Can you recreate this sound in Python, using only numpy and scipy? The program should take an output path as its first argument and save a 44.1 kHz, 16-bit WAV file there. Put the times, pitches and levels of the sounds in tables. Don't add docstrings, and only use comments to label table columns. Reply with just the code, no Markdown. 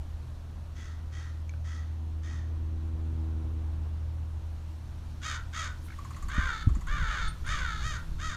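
import sys
import numpy as np
from scipy import signal
from scipy.io import wavfile
from scipy.ndimage import uniform_filter1d

SR = 44100
rng = np.random.default_rng(int(sys.argv[2]) if len(sys.argv) > 2 else 0)


def gain_from_db(level_db):
    decades = np.asarray(level_db, float) / 20
    return 10 ** decades


def wav_out(sig):
    wavfile.write(sys.argv[1], SR, np.round(np.clip(np.atleast_2d(sig).T, -1, 1) * 32767).astype(np.int16))


N = 368676
T = np.arange(N) / SR

# start in seconds, length in seconds, effort in dB, top pitch in Hz, brightness in dB.
FAR_CAWS = [
    (.745, .19, -57, 670, 1),
    (1.11, .195, -56.5, 645, 0.5),
    (1.635, .19, -55.5, 659.4, 0),
    (2.22, .19, -56, 634, 0.5),
]
SHORT_CAWS = [
    (5.21, 0.16, -37, 635.7, 1.5),
    (5.52, 0.16, -37, 653, 0.5),
    (6.33, .195, -39.5, 528.2, -16),
    (7.066, .222, -36, 610.2, 3.5),
    (7.45, .16, -38.5, 639.3, -1),
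    (7.8, 0.17, -40.5, 638, -0.5),
    (8.18, 0.17, -39.5, 640.6, -1.5),
]
LONG_CAWS = [
    (6.28, 0.35, -37, 620, 2.1),
    (6.862, .29, -35.5, 602, 0.16),
    (7.44, .38, -38, 598.4, 3),
]
# centre in Hz, width in Hz, level in dB.
NEAR_TRACT = [
    [(620, 550, -19.5), (1413, 400, 10.5), (1907, 450, 0)],
    [(2197, 440, 3.5), (2830, 310, -4), (3356, 490, 2)],
    [(3605, 320, 5.5), (4390, 470, -2.5)],
    [(4950, 1040, 0.5), (6400, 927, 5), (7175, 1200, -2), (8800, 1430, -11), (11500, 1700, -19)],
]
FAR_TRACT = [
    [(1426, 600, 0.83), (1910, 530, 1)],
    [(2235, 410, -4.5), (3240, 830, -6)],
    [(3680, 430, -9), (4450, 550, -10.5)],
    [(5150, 540, -4), (6140, 1150, 1), (7200, 2500, -11.5), (9000, 2500, -14.5)],
]
# crest and span as shares of the length, bend as exponent, climb and sag of pitch as
# shares, rise and fall of effort in dB, shift as exponent, mouth, beak and rasp in dB at the crest
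# (open_db) and their change by the end in dB (end_db).
FAR_VOICE = dict(crest=.35, span=.5, bend=1.6, climb=.08, sag=.08, rise_db=-5, fall_db=-15, shift=1.4, open_db=[-3.5, -8.5, -4.5],
             end_db=[-12, 4, 2])
SHORT_VOICE = dict(crest=.42, span=.48, bend=2.6, climb=.32, sag=.28, rise_db=-13, fall_db=-5.5, shift=3.5, open_db=[-5.5, -10, -7.5],
               end_db=[-10.5, 1, -1])
LONG_VOICE = dict(crest=.27, span=.33, bend=1.5, climb=.28, sag=.3, rise_db=-7.5, fall_db=-8, shift=1.1, open_db=[-11, -18, -19.5],
              end_db=[-5, 11, 3])
# start in seconds, peak in dB.
RATTLE_KNOCKS = [(5.985, -53), (6.0457, -50), (6.105, -49.5), (6.1624, -46.5), (6.2244, -44.5),
                 (6.283, -42), (6.341, -46), (6.4, -49), (6.4597, -52), (6.6885, -49.5), (6.7497, -46),
                 (6.8088, -48.5), (6.868, -47)]
# centre in Hz, width in Hz, level in dB.
RATTLE_TRACT = [(1117.4, 180, 9.5), (1950, 800, -7), (4482, 92, 4.5), (6400, 470, 0), (7070, 460, 4),
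                (7840, 580, -4), (9000, 630, -5), (11700, 2700, -14)]
# start in seconds, peak in dB, pitch in Hz.
WING_CLAPS = [(5.883, -43, 1410), (5.886, -47, 2148), (5.901, -43, 1300), (5.904, -43, 1610),
              (5.906, -43, 2240), (5.921, -41, 1500), (5.925, -45, 2150), (5.929, -47, 1670),
              (5.939, -46, 1870), (6.146, -45, 2000), (6.147, -53, 2700)]
# start in seconds, peak in dB, pitch in Hz, 60 dB decay in seconds.
TICKS = [
    (1.494, -41, 2300, .028),
    (1.494, -42.5, 6400, 0.011),
    (1.495, -54, 4200, .02),
    (1.511, -54, 5500, .0065),
    (1.538, -43.5, 1520, 0.017),
    (1.538, -50, 2315, .015),
    (1.548, -59, 2300, .015),
    (7.281, -43.5, 8800, .094),
    (7.283, -54, 8780, 0.24),
    (7.467, -49, 9000, 0.11),
]
# time in seconds, firing rate in Hz, first order in dB, share in plain line 0-1.
ENGINE_COURSE = [(0, 79.83, -41.5, 0), (.8, 80.3, -40, 0), (1.7, 80.1, -34.5, 0.06), (2.1, 80, -34.5, 0.53),
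                 (2.6, 80.4, -33, 0.62), (3.25, 79.53, -32, 0.97), (3.8, 78.8, -32, 0.6),
                 (4.15, 80.16, -33.5, .15), (4.8, 79.8, -40, .25), (5.4, 80.04, -40.5, 0.01),
                 (6.1, 80.33, -41, 0.27), (6.6, 80.88, -49.5, 0.04), (7.8, 80.6, -47, .15),
                 (8.36, 81.14, -43, .35)]
# multiple of the firing rate, level hidden in dB, level in plain line in dB.
ENGINE_ORDERS = [(2, -80.5, -49.5), (3, -68.5, -50), (4, -70, -49), (5, -85.5, -61), (6, -89.5, -64.5)]
# centre in Hz, width in Hz, level in dB.
FAN = (119, 5.3, -52)
# peak time in seconds, peak in dB, width in seconds.
GUSTS = [(6.254, -34.5, 0.024), (6.42, -31, 0.055), (6.709, -25, 0.035), (6.785, -32, 0.016),
         (7.0, -31, 0.08), (7.272, -34.5, 0.044), (7.46, -34, 0.045), (7.62, -33, 0.069),
         (7.894, -34.5, 0.058), (8.13, -33.5, 0.047), (8.282, -35, 0.036)]
# time in seconds, peak in dB, pitch in Hz, length in seconds.
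EDDIES = [
    (6.388, -22, 69, 0.0092),
    (6.384, -18.5, 140, 0.0015),
    (6.6775, -8, 82, 0.004),
    (6.675, -18.5, 196, 0.0021),
    (6.77, -30.5, 220, 0.0027),
    (7.027, -29, 140, 0.0046),
    (7.865, -31, 110, 0.0086),
]
# time in seconds, leaf hiss in dB, steady buffeting in dB.
BREEZE = [(0, -63.5, -42), (.9, -65, -53.5), (2.5, -66.5, -49), (4.2, -65, -47.5), (5.8, -60.5, -43.5),
          (6.1, -57.5, -48), (6.7, -60, -39.5), (8, -58, -43), (8.36, -62, -52)]
# frequency in Hz, level in dB per Hz.
BUFFET_COLOUR = [(8.8, -34), (15, 3), (49, 4), (66, 0), (97, -17), (162, -15.5), (222, -30), (312, -33),
                 (400, -36.5), (520, -72), (880, -120)]
# frequency in Hz, level in dB per Hz.
ROAR_COLOUR = [(12, -42), (20, -14.5), (59, 0), (86, -13), (105, -7), (188, -17.5), (320, -23), (426, -29),
               (556, -27), (990, -30), (2100, -43), (4000, -46.5), (5200, -76), (8800, -120)]
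# frequency in Hz, level in dB per Hz.
HISS_COLOUR = [(880, -5), (1500, -6), (2090, -12), (2750, -11), (3870, -11.5), (4270, -11), (4900, -15),
               (5510, -13), (6770, -15.5), (7680, -18.5), (10700, -21.5), (13700, -24.5), (15700, -34)]

FLUTTER_HZ = 69.27
ONSET_S, RELEASE_S, RELEASE_DB = 0.02, 0.07, -59
SHUT_S, SHUT_DB = 0.015, -12
DRAWN_S = 0.212
FAR_ROUGH, SHORT_ROUGH, LONG_ROUGH = 0.58, 0.45, 0.37
STRAIN_DB, CLEAR_DB, CLEARING = -37, -41, 0.3
NOTE_DB, NOTE_FOLLOW = -45, 0.5
CLAP_T60_S = 0.024
KNOCK_ECHO_DB, TICK_ECHO_DB = -16, -26
BOOM_S, BOOM_RISE_S, BOOM_DB, BOOM_WANDER_DB = 5.95, 0.25, -53.5, 2.5
PASS_S, PASS_WIDTH_S, ROAR_DB, ROAR_SWELL_DB = 3.46, 0.7, -47, 3.5
SWISH_S, SWISH_WIDTH_S, SWISH_DB = 5.858, 0.018, -61.5


def evened(x):
    return x / np.sqrt(np.mean(x ** 2) + 1e-20)


def curve(rows):
    s, *columns = np.transpose(rows)
    return [np.interp(T, s, c) for c in columns]


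def bell(s, width_s):
    return np.exp(-0.5 * ((T - s) / width_s) ** 2)


def drift(hz):
    return evened(signal.lfilter(*signal.butter(2, hz, fs=SR), rng.standard_normal(N)))


def noise(colour, patchy_db, size=2048):
    hz = np.fft.rfftfreq(size, 1 / SR)
    point_hz, point_db = np.transpose(colour)
    real, imag, patches = rng.standard_normal((4 * N // size + 5, len(hz), 3)).T
    patches = evened(uniform_filter1d(uniform_filter1d(patches, 16, 0), 8, 1))
    colour_db = np.interp(np.log(hz + 1), np.log(point_hz + 1), point_db, -100, -100)
    spectra = (real + 1j * imag) * gain_from_db(colour_db[:, None] + patchy_db * patches)
    return evened(signal.istft(spectra, nperseg=size, noverlap=3 * size // 4)[1][:N])


def resonate(x, hz, width_hz):
    pole = np.exp((2j * np.pi * hz - np.pi * width_hz) / SR)
    return 2 * signal.lfilter([(1 - abs(pole)) ** 2], [1, -2 * pole, pole ** 2], x).real


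def tract(x, modes):
    return sum((-1) ** k * gain_from_db(db) * resonate(x, hz, width_hz) for k, (hz, width_hz, db) in enumerate(modes))


def gesture(caw, crest, span, bend, climb, sag, rise_db, fall_db, shift, open_db, end_db):
    start_s, length_s, db, top_hz, bright_db = caw
    s = np.arange(0, length_s + RELEASE_S, 1 / 200)
    share = s / length_s
    before = np.clip(1 - s / (crest * length_s), 0, 1) ** 2
    late = np.clip((share - crest) / (1 - crest), 0, 1)
    sunk = np.tanh((np.maximum(share - crest, 0) / span) ** bend)
    effort_db = db + rise_db * before + fall_db * late ** 2
    effort_db += RELEASE_DB * np.maximum(s - length_s, 0) / RELEASE_S
    hz = top_hz * (1 - climb * before - sag * sunk)
    shut_db = SHUT_DB * np.clip((s - length_s) / SHUT_S, 0, 1)
    groups_db = [bright_db + a + b * late ** shift + shut_db for a, b in zip(open_db, end_db)]
    return np.transpose([start_s + s, effort_db, hz, db + 0 * s, *groups_db])


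def crow(caws, voice, groups, hoarse, flutter, jitter, clearing=0):
    rows = [gesture(c, **(voice if c[1] < DRAWN_S else LONG_VOICE)) for c in caws]
    effort_db, hz, strain_db, *groups_db = curve(np.concatenate(rows))
    gate = 0
    for start_s, length_s, *_ in caws:
        inside_s = np.minimum(T - start_s, start_s + length_s + RELEASE_S - T)
        gate = gate + np.clip(inside_s / ONSET_S, 0, 1)

    glide_hz_per_s = abs(np.gradient(uniform_filter1d(hz, size=1500))) * SR
    clear = np.interp(strain_db, [CLEAR_DB, STRAIN_DB], [1, 0])
    rough = np.clip(hoarse - clearing * clear + glide_hz_per_s / 24000, 0, 0.75)

    beat = 2 * np.pi * np.cumsum(FLUTTER_HZ * (1 + 0.1204 * drift(25.6))) / SR
    wobble = 1 + jitter * rough * drift(150) + 0.018 * np.sin(beat)
    turns = np.cumsum(uniform_filter1d(hz, size=500) * wobble) / SR
    pulses = np.sin(43 * np.pi * turns + 1e-9) / np.sin(np.pi * turns + 1e-9 / 43) - 1
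    pulses *= 1 + 0.6 * rough * drift(250)
    puffs = (1.2 + np.exp(-(turns % 1) / 0.32)) * rng.standard_normal(N)
    drive = (1 - rough) * evened(pulses) + 0.7 * rough * evened(puffs)
    drive *= 1 + flutter * np.cos(beat)
    voiced = sum(gain_from_db(db) * evened(tract(drive, g)) for db, g in zip([0] + groups_db, groups))
    return gate * gain_from_db(effort_db) * voiced


def rattle():
    air, low, high = rng.standard_normal(N), np.zeros(N), np.zeros(N)
    for s, db in RATTLE_KNOCKS:
        u = np.maximum(T - s, 0)
        high += gain_from_db(db) * (1 - np.exp(-u / 0.00074)) * np.exp(-u / 0.013)
        low += gain_from_db(NOTE_DB + NOTE_FOLLOW * (db + 54)) * u / 0.0049 * np.exp(1 - u / 0.0059)
    note = low * evened(tract(air, RATTLE_TRACT[:2]))
    rasp = high * evened(tract(air, RATTLE_TRACT[2:]))
    return gain_from_db(-6) * (note + rasp)


def ticks():
    out = np.zeros(N + SR)
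    u = np.arange(SR // 2) / SR
    click = 1 - np.exp(-u / 0.000066)
    for s, db, hz, t60_s in TICKS + [(*clap, CLAP_T60_S) for clap in WING_CLAPS]:
        decay = gain_from_db(db - np.minimum(60 * u / t60_s, 200))
        out[round(s * SR):][:len(u)] += decay * np.cos(2 * np.pi * hz * u) * click
    return out[:N]


def yard(x, t60_s, gap_s):
    at = np.arange(round(gap_s * SR), SR // 2, 20)
    taps = np.zeros(SR // 2 + 20)
    signs = rng.choice([-1., 1.], len(at))
    taps[at + rng.integers(0, 20, len(at))] = signs * gain_from_db(-60 * at / SR / t60_s)
    taps = signal.lfilter([1], [1, -0.7], taps)
    return signal.oaconvolve(x, taps / np.linalg.norm(taps))[:N]


def drone():
    hz, first_db, in_line = curve(ENGINE_COURSE)
    phase = 2 * np.pi * np.cumsum(hz * (1 + 0.0037 * drift(2.94))) / SR
    orders = [(0.99, first_db)] + [(k, a + (b - a) * in_line) for k, a, b in ENGINE_ORDERS]
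    tones = sum(gain_from_db(db + 0.42 * np.sqrt(k) * drift(5.2)) * np.sin(k * phase) for k, db in orders)
    boom_rise = np.clip((T - BOOM_S) / BOOM_RISE_S, 0, 1)
    tones += gain_from_db(BOOM_DB + BOOM_WANDER_DB * drift(1.38)) * boom_rise * np.sin(2 * phase)
    fan_hz, fan_width_hz, fan_db = FAN
    fan = gain_from_db(fan_db) * evened(resonate(rng.standard_normal(N), fan_hz, fan_width_hz))
    return np.sqrt(2) * tones + fan


def wind():
    push = gain_from_db(curve(BREEZE)[1]) + sum(gain_from_db(db) * bell(s, width_s) for s, db, width_s in GUSTS)
    out = push * gain_from_db(0.94 * drift(35)) * noise(BUFFET_COLOUR, 0.76)
    for s, db, hz, length_s in EDDIES:
        out += gain_from_db(db) * bell(s, length_s) * np.sin(2 * np.pi * hz * (T - s))
    return out


def wash():
    feathers = evened(resonate(rng.standard_normal(N), 10500, 7000))
    swish = gain_from_db(SWISH_DB) * bell(SWISH_S, SWISH_WIDTH_S) * feathers
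    roar = gain_from_db(ROAR_DB + ROAR_SWELL_DB * bell(PASS_S, PASS_WIDTH_S)) * noise(ROAR_COLOUR, 0.95)
    hiss = gain_from_db(curve(BREEZE)[0]) * noise(HISS_COLOUR, 1.0, size=1024)
    return roar + hiss + swish


def scene():
    far = crow(FAR_CAWS, FAR_VOICE, FAR_TRACT, FAR_ROUGH, flutter=0.25, jitter=0.045)
    short = crow(SHORT_CAWS, SHORT_VOICE, NEAR_TRACT, SHORT_ROUGH, flutter=0.24, jitter=0.055, clearing=CLEARING)
    long = crow(LONG_CAWS, LONG_VOICE, NEAR_TRACT, LONG_ROUGH, flutter=0.33, jitter=0.055)
    near, knocks, small = short + long, rattle(), ticks()
    far_echo = gain_from_db(-5.5) * yard(far, 0.55, 0.02)
    near_echo = gain_from_db(-9.5) * yard(near + gain_from_db(TICK_ECHO_DB + 13) * small, 0.27, 0.015)
    knock_echo = gain_from_db(KNOCK_ECHO_DB) * yard(knocks, 0.24, 0.011)
    birds = far + far_echo + near + near_echo + knocks + knock_echo + small
    return (birds + drone() + wind() + wash())[None]


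def band_limit(x):
    return signal.sosfilt(signal.butter(12, 15690, fs=SR, output="sos"), x)


def record(dry):
    return band_limit(dry)


dry = scene()
out = record(dry)
wav_out(out)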